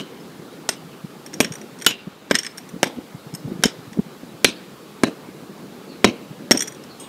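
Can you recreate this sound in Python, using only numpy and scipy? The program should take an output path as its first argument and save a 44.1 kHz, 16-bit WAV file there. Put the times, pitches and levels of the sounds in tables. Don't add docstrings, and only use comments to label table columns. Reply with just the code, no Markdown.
import sys
import numpy as np
from scipy import signal
from scipy.fft import rfft, irfft, next_fast_len
from scipy.io import wavfile
from scipy.ndimage import uniform_filter1d

SR = 44100
rng = np.random.default_rng(int(sys.argv[2]) if len(sys.argv) > 2 else 0)


def unload_wav(signal):
    wavfile.write(
        sys.argv[1],
        SR,
        np.round(np.clip(np.atleast_2d(signal).T, -1, 1) * 32767).astype(np.int16),
    )


def volts(x):
    e = np.asarray(x, float) / 20
    return 10 ** e


N = 312228
LEAD = SR // 10
SPAN = SR // 3
T = np.arange(SPAN) / SR

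# start in seconds, thud in dB, handle knock in dB over the thud.
BLOWS = [(-.05, -10, -16), (0.6899, -24.5, 3), (1.4034, -12.5, -7.5), (1.8641, -16.5, -1),
         (2.3108, -12, -5.5), (2.8302, -11.5, 2.5), (3.6366, -18, 5), (4.4452, -10, -6), (5.035, -9, -8.5),
         (6.0439, -4, -7), (6.5101, -9.5, -3)]
# crack in dB, its centre in Hz, first spike in dB,
# block note in Hz, that note in dB.
BITES = [(-9, 3100, -2, 3020, 6), (-16, 6500, -4.5, 1380, -16.5), (-6, 2700, -7.5, 1870, -6.5),
         (1.5, 3250, 5.5, 2800, -2), (-8, 2040, -35, 2130, -16), (-6.5, 2600, -5.5, 1970, -17),
         (-6.5, 3550, -0.5, 1450, -8.5), (0.5, 2920, 1.5, 2030, -3.5), (-12.5, 2100, -10.5, 1700, -11),
         (-4, 4050, -37, 2130, 2.5), (-8, 1200, -9, 2160, -5)]
# frequency in Hz, width in Hz, level in dB.
HEAD = [(248, 62, 3.5), (1040, 100, -7.5)]
# frequency in Hz, width in Hz.
HANDLE = (701, 264)
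# frequency in Hz, width in Hz, level in dB.
SPOT = [(1480, 180, 0.5), (2150, 30, 3.5), (2375, 33, 2), (3130, 44, -2.5), (3830, 58, -4.5),
        (4430, 50, -6.5), (5550, 71, -2.5), (6850, 23, -5.5), (7910, 70, -9.5)]
# start in seconds, frequency in Hz, level in dB.
RINGS = [(.692, 6900, -44), (0.691, 12200, -36), (1.405, 11840, -28), (1.406, 8100, -26),
         (1.865, 2974, -12), (1.92, 2790, -26.5), (1.99, 2760, -38.5), (4.501, 4360, -36),
         (4.56, 4430, -40), (1.865, 11900, -20), (2.313, 11880, -37), (2.832, 11800, -33),
         (3.638, 3050, -18), (3.639, 6750, -22), (3.635, 12700, -30), (4.445, 4090, -13.5),
         (4.445, 11800, -34), (5.038, 3960, -27), (6.045, 3830, -19), (6.517, 12150, -26),
         (1.868, 6850, -19), (0.692, 8560, -27)]
# start in seconds, ring in dB, grit in dB relative to the ring,
# first bright mode in Hz.
SKIPS = [(0.6916, -12, 0, 5220), (2.4124, -35, -7, 5260), (1.4087, -8, -12, 5830), (1.4462, -17, 1.5, 5500),
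         (1.5216, -23, -6.5, 5620), (1.5376, -27.5, -7, 5820), (1.5544, -27, -3, 5870),
         (1.6148, -32.5, -0.5, 5750), (1.8714, -14, -10, 5570), (2.311, -13, -5, 5300),
         (2.3452, -19, 5, 5140), (2.3526, -3, -2, 5330), (2.3873, -7.5, -14, 5550),
         (2.4329, -22, -6.5, 5700), (2.4474, -27, 4.5, 5500), (2.4567, -27, -8, 5340),
         (2.4653, -16, -3, 5300), (2.84, -19, 3, 5530), (2.876, -30, -10, 5670), (3.6557, -9.5, -9, 5300),
         (6.5161, 2, -8, 5530), (6.574, -9.5, -14, 5620), (6.593, -15.5, -14, 5500),
         (6.6064, -9, -10, 5840), (6.6221, -12.5, -6, 5710), (6.6744, -26.5, -2, 5430),
         (6.6793, -21, -9, 5820), (6.7223, -32.5, -4, 5800), (6.7471, -38, -3, 5720)]
# start in seconds, ring in dB,
# grit in dB relative to the ring, first bright mode in Hz.
SETS = [(1.5838, -43, 5, 5360), (2.301, -45, 14, 5630), (3.625, -42, 14, 5600), (1.263, -26, -6, 5570),
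        (1.3324, -34, 4, 5360), (1.3395, -21, -11, 5630), (1.7883, -35, -7, 5600), (1.8014, -35, -5, 5600),
        (1.8135, -35, 7, 5900), (1.8211, -21.5, -2.5, 5660), (1.8467, -24, -2, 5500),
        (2.575, -29, -9, 5630), (2.5808, -22, -3.5, 5580), (2.6906, -33, -7, 5870),
        (3.34, -27.5, -12, 5250), (3.3493, -21, -14, 5280), (3.93, -35.5, 5, 5630), (6.8385, -33, -7, 5450)]
# free frequency in Hz, level in dB, t60 as a multiple of the tap's.
STEEL = [(2830, -17, 1.6), (3070, -24, 1.6), (3880, -37, 1.3), (5300, 2.5, 1.01), (6195, -5, 1.01),
         (6800, -15, 1.8), (8300, -4.5, 1.1), (9900, -43, 1.01), (10150, -15.5, .9), (11900, -44, 1.5),
         (11700, -22, 2.5), (14360, -25, .9)]
# frequency in Hz, width in Hz, level in dB.
STONE = [(1540, 420, -2.5), (1870, 280, 3), (2274, 390, -2.5), (3360, 290, -3), (4100, 1150, -11.5)]
# start in seconds, level in dB.
LIFT = (6.998, -33.5)
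# frequency in Hz, level in dB, t60 in seconds.
FREE = [(2880, -16, 5.0), (3270, -15, 1.9), (3698, -15, 0.11), (5240, -12, 0.14), (6175, -11, 0.14),
        (6783, -11, 0.29), (8323, -3.5, 0.31), (10350, -10, 0.2), (12210, -18, 0.23), (14440, -21, 5.0),
        (15150, -21, 0.56)]
# start in seconds, peak in dB, frequency in Hz.
PUFFS = [(0.39, -33.5, 176), (1.039, -28.5, 171), (1.501, -30, 150), (2.07, -28, 185), (2.735, -29, 198),
         (2.76, -32, 232), (3.782, -35, 137), (4.331, -36, 128), (2.969, -31.5, 204), (2.983, -26, 247),
         (3.141, -30.5, 141), (3.262, -35, 155), (3.33, -28, 154), (3.446, -26, 138), (3.476, -29, 226),
         (3.514, -22.5, 181), (3.552, -30, 166), (3.589, -29.5, 172), (3.653, -9.5, 225), (3.869, -37, 132),
         (3.919, -37, 207), (3.961, -40, 244), (3.973, -26.5, 285), (3.988, -11, 199), (4.059, -41, 171),
         (4.231, -32.5, 256), (5.287, -38, 257), (6.303, -33, 150), (6.85, -40, 278)]
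# start in seconds, length in seconds, top pitch in Hz, fall in Hz, level in dB.
BIRDS = [
    (.19, 0.033, 5250, 50, -51),
    (0.497, 0.052, 3880, 40, -51),
    (.747, 0.045, 2950, 130, -49),
    (0.91, 0.045, 2880, 130, -49),
    (5.875, .08, 4400, 400, -47),
    (6.886, 0.064, 4450, 456, -46),
    (7.024, .033, 3690, 100, -46),
]
# time in seconds, level in dB.
WIND = [(0.0, -40.5), (0.57, -40.5), (1.12, -43.5), (1.44, -40), (1.81, -42.5), (2.03, -50), (2.98, -41),
        (3.1, -45), (3.33, -45.5), (3.51, -36), (3.77, -42), (5.15, -43), (5.48, -41), (7.08, -40)]
# frequency in Hz, level in dB per Hz.
RUMBLE = [(15, -70), (25, -26), (64, -17), (112, -10.5), (134, -1.5), (178, 0.5), (472, -7.5), (509, -9.5),
          (900, -28.5), (1170, -54), (1980, -120)]
# frequency in Hz, level in dB per Hz.
TRAFFIC = [(350, 1.5), (600, -4.5), (857, -1), (944, -4), (1210, -2.5), (1850, -9), (4000, -12),
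           (6000, -23), (7800, -24), (13200, -120)]
# frequency in Hz, level in dB per Hz.
HISS = [(2650, -23), (4500, 0), (5810, -2), (14700, -5), (15700, 1.5), (16000, -34)]
# frequency in Hz, t60 in seconds, level in dB.
WALLS = [(150, 0.065, 12.5), (497, 0.2, 2.5), (1130, 0.046, -4.5), (2690, 0.077, 4.5), (6900, 0.11, -1),
         (14000, 0.071, -9)]


def mallet():
    out = np.zeros(LEAD + N + SPAN)
    for (s, thud_db, knock_db), bite in zip(BLOWS, BITES):
        crack_db, centre_hz, edge_db, note_hz, note_db = bite
        shove = np.sin(np.pi * np.clip(T / 0.00068, 0, 1))
        push = shove + 0.58 * burst(hold=0.0061, t60=0.016)
        body = widened([HEAD[0], (*HANDLE, knock_db), HEAD[1]], extra_hz=91)
        thud = volts(thud_db + 8) * struck(push, body)

        spot = []
        for hz, width, db in SPOT:
            off_centre_db = 7.5 * abs(np.log2(hz / centre_hz))
            spot.append((hz, width, db - off_centre_db + 1.2 * rng.standard_normal()))
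        crush = burst(hold=0.0039, t60=0.022) + 6.5 * (T == 0)
        crack = volts(crack_db) * struck(crush, widened(spot, extra_hz=480))

        spike_modes = [(6940, 11200, -0.17), (11000, 4300, -1.1)]
        edge = volts(edge_db - 1) * struck(burst(hold=0.0001, t60=0.0096), spike_modes)
        note = volts(note_db) * struck(burst(hold=0.00027, t60=0.0051), [(note_hz, 300, 0)])
        note = note * volts([[0], [-6]])
        add(out, s, walls(volts(3) * (crack + thud + edge + note), wet_db=-17))

        ground = filtered(thud[0], lambda f: 1 / (1 + 1j * f / 350) ** 2)
        add(out, s - 0.006, volts(-21) * ground)
    for s, hz, db in RINGS:
        t60 = 0.13 * (3000 / hz) ** 0.2
        add(out, s, sines(np.array([[hz]]), db, t60, rough=0.45))
    return out[LEAD:LEAD + N]


def chisel():
    out = np.zeros(LEAD + N + SPAN)
    for s, db, grit_db, hz in SKIPS + SETS:
        grit = struck(burst(hold=0.0014, t60=0.034), STONE)
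        scrape = struck(burst(hold=0.0014, t60=0.025), [(1.16 * hz, 2500, 0), (9000, 4000, -5)])
        upper_db = 3.5 - 0.32 * (db + 24)
        steel = peak(ring(hz, 0.03, upper_db))
        tap = steel + volts(0.54 * grit_db - 10.5) * scrape + volts(grit_db - 0.5) * grit
        add(out, s - 0.0005, walls(volts(db) * tap, wet_db=-17.5))
    hz, db, t60 = np.transpose(FREE)[:, :, None]
    lift_s, lift_db = LIFT
    add(out, lift_s, volts(lift_db) * sines(hz, db, np.minimum(t60, 0.6), rough=0.06))
    return out[LEAD:LEAD + N]


def ring(first_hz, t60, upper_db):
    hz, db, life = np.transpose(STEEL)[:, :, None]
    free = STEEL[3][0]
    hz = hz + (first_hz - free) * np.clip(free / hz, 0, 1) ** 0.72
    db = db + upper_db * np.log2(hz / free) + 2.5 * rng.standard_normal(hz.shape)
    return sines(hz, db, t60 * life, rough=0.35)


def sines(hz, db, t60, rough):
    knots = rng.standard_normal((2, len(hz), SPAN // 60 + 2))
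    at = np.arange(SPAN) / 60
    strength, bend = [np.array([np.interp(at, np.arange(len(k)), k) for k in part]) for part in knots]
    phase = 2 * np.pi * (hz * T + rng.random(hz.shape)) + 1.3 * rough * bend
    wave = (1 + rough * strength) * np.sin(phase)
    onset = 1 - np.exp(-T / 0.00029)
    return (volts(db - 60 * T / t60) * wave).sum(0) * onset


def struck(force, modes):
    sound = peak(filtered(force, resonances(modes)))
    click = filtered(T == 0, resonances(modes))
    return np.array([sound, click * np.linalg.norm(sound) / np.linalg.norm(click)])


def burst(hold, t60):
    return rng.standard_normal(SPAN) * volts(-60 * np.maximum(T - hold, 0) / t60)


def resonances(modes):
    def response(f):
        total = 0
        for k, (centre, width, db) in enumerate(modes):
            damping = 1j * f * width
            total = total + (-1) ** k * volts(db) * damping / (centre ** 2 - f ** 2 + damping)
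        return total
    return response


def widened(modes, extra_hz):
    return [(hz, width + extra_hz, db) for hz, width, db in modes]


def walls(sound, wet_db):
    at, t60, db = np.transpose(WALLS)
    hz, t, z = signal.stft(rng.standard_normal(SPAN), SR, nperseg=256)
    hz = hz[:, None]
    lumps = volts(2.1 * rng.standard_normal(len(t)))
    near = volts(along(hz, at, db) - 60 * np.maximum(t - 0.045, 0) / along(hz, at, t60))
    far = volts(-5.5 - 60 * t / 0.69) * (hz < 5000)
    reached = t > 0.004
    tail = signal.istft(z * reached * lumps * (near + far), SR, nperseg=256)[1][:SPAN]
    tail = tail / np.linalg.norm(tail)
    tail[round(0.035 * SR)] += volts(-22.5)
    return sound[0] + volts(wet_db) * signal.fftconvolve(sound[1], tail)[:SPAN]


def puffs():
    out = np.zeros(LEAD + N + SPAN)
    for s, db, hz in PUFFS:
        u = np.clip(T * hz / 3.84, 0, 1)
        phase = 2 * np.pi * (hz * T + rng.random())
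        air = filtered(rng.standard_normal(SPAN), resonances([(1.05 * hz, 0.26 * hz, 0)]))
        air = filtered(air, lambda f: 1 / (1 + 1j * f / 600) ** 2)
        cycles = np.sin(phase + 0.36 * np.sin(phase))
        swell = np.sin(np.pi * u) ** 2
        add(out, s - 0.004, volts(db + 7.5) * swell * (cycles + 0.51 + 0.34 * unit(air)))
    return out[LEAD:LEAD + N]


def birds():
    out = np.zeros(LEAD + N + SPAN)
    for s, length, top_hz, fall_hz, db in BIRDS:
        u = np.clip(T / length, 0, 1)
        waver = unit(uniform_filter1d(rng.standard_normal(SPAN), size=120))
        hz = top_hz - fall_hz * np.interp(u, [0, 0.4, 1], [0.3, 0, 1]) + 150 * waver
        tone = volts(db) * np.sin(np.pi * u) * np.sin(2 * np.pi * np.cumsum(hz) / SR)
        add(out, s, walls([tone, tone], wet_db=-10))
    return out[LEAD:LEAD + N]


def street():
    t = np.arange(N) / SR
    wind_db = np.interp(t, *np.transpose(WIND))
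    traffic_db = -45 + 0.16 * (wind_db - wind_db.mean())
    duck_db = np.interp(t - 1.9, np.cumsum([0, 0.05, 0.37, 0.3]), [0, -4, -4, 0])
    rumble = volts(wind_db + 2) * rush(RUMBLE, patchy_db=2.0)
    traffic = volts(traffic_db) * rush(TRAFFIC, patchy_db=1.86)
    hiss = volts(-55 + duck_db) * rush(HISS, patchy_db=0.6)
    return rumble + traffic + hiss


def rush(spectrum, patchy_db):
    z = signal.stft(rng.standard_normal(N + 512), nperseg=512)[2]
    field = uniform_filter1d(rng.standard_normal(z.shape), size=4, axis=0)
    field = uniform_filter1d(field, size=8, axis=1)
    noise = signal.istft(z * volts(patchy_db * unit(field)), nperseg=512)[1][:N]
    return unit(filtered(noise, lambda hz: volts(along(hz, *np.transpose(spectrum)))))


def unit(x):
    return x / np.sqrt(np.mean(x ** 2) + 1e-20)


def peak(x):
    return x / np.abs(x).max()


def along(hz, at, value):
    return np.interp(np.log(hz + 1), np.log(np.asarray(at) + 1), value)


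def filtered(x, response):
    m = next_fast_len(len(x) + SR // 4)
    return irfft(rfft(x, m) * response(np.fft.rfftfreq(m, 1 / SR)), m)[:len(x)]


def add(track, s, sound):
    track[LEAD + round(s * SR):][:len(sound)] += sound


def scene():
    return (mallet() + chisel() + puffs() + birds() + street())[None]


def top_cut(x):
    return signal.sosfilt(signal.butter(12, 16390, fs=SR, output="sos"), x)


def record(dry):
    thin = filtered(dry[0], lambda hz: (1j * hz / (95 + 1j * hz)) ** 3 / (1 + (hz / 15400) ** 40))
    clipped = thin / (1 + np.abs(thin / 0.99) ** 12) ** (1 / 12)
    mix = filtered(clipped, lambda hz: 0.3 + 0.71 / (1 + (hz / 16300) ** 40))[None]
    return top_cut(mix)


dry = scene()
out = record(dry)
unload_wav(out)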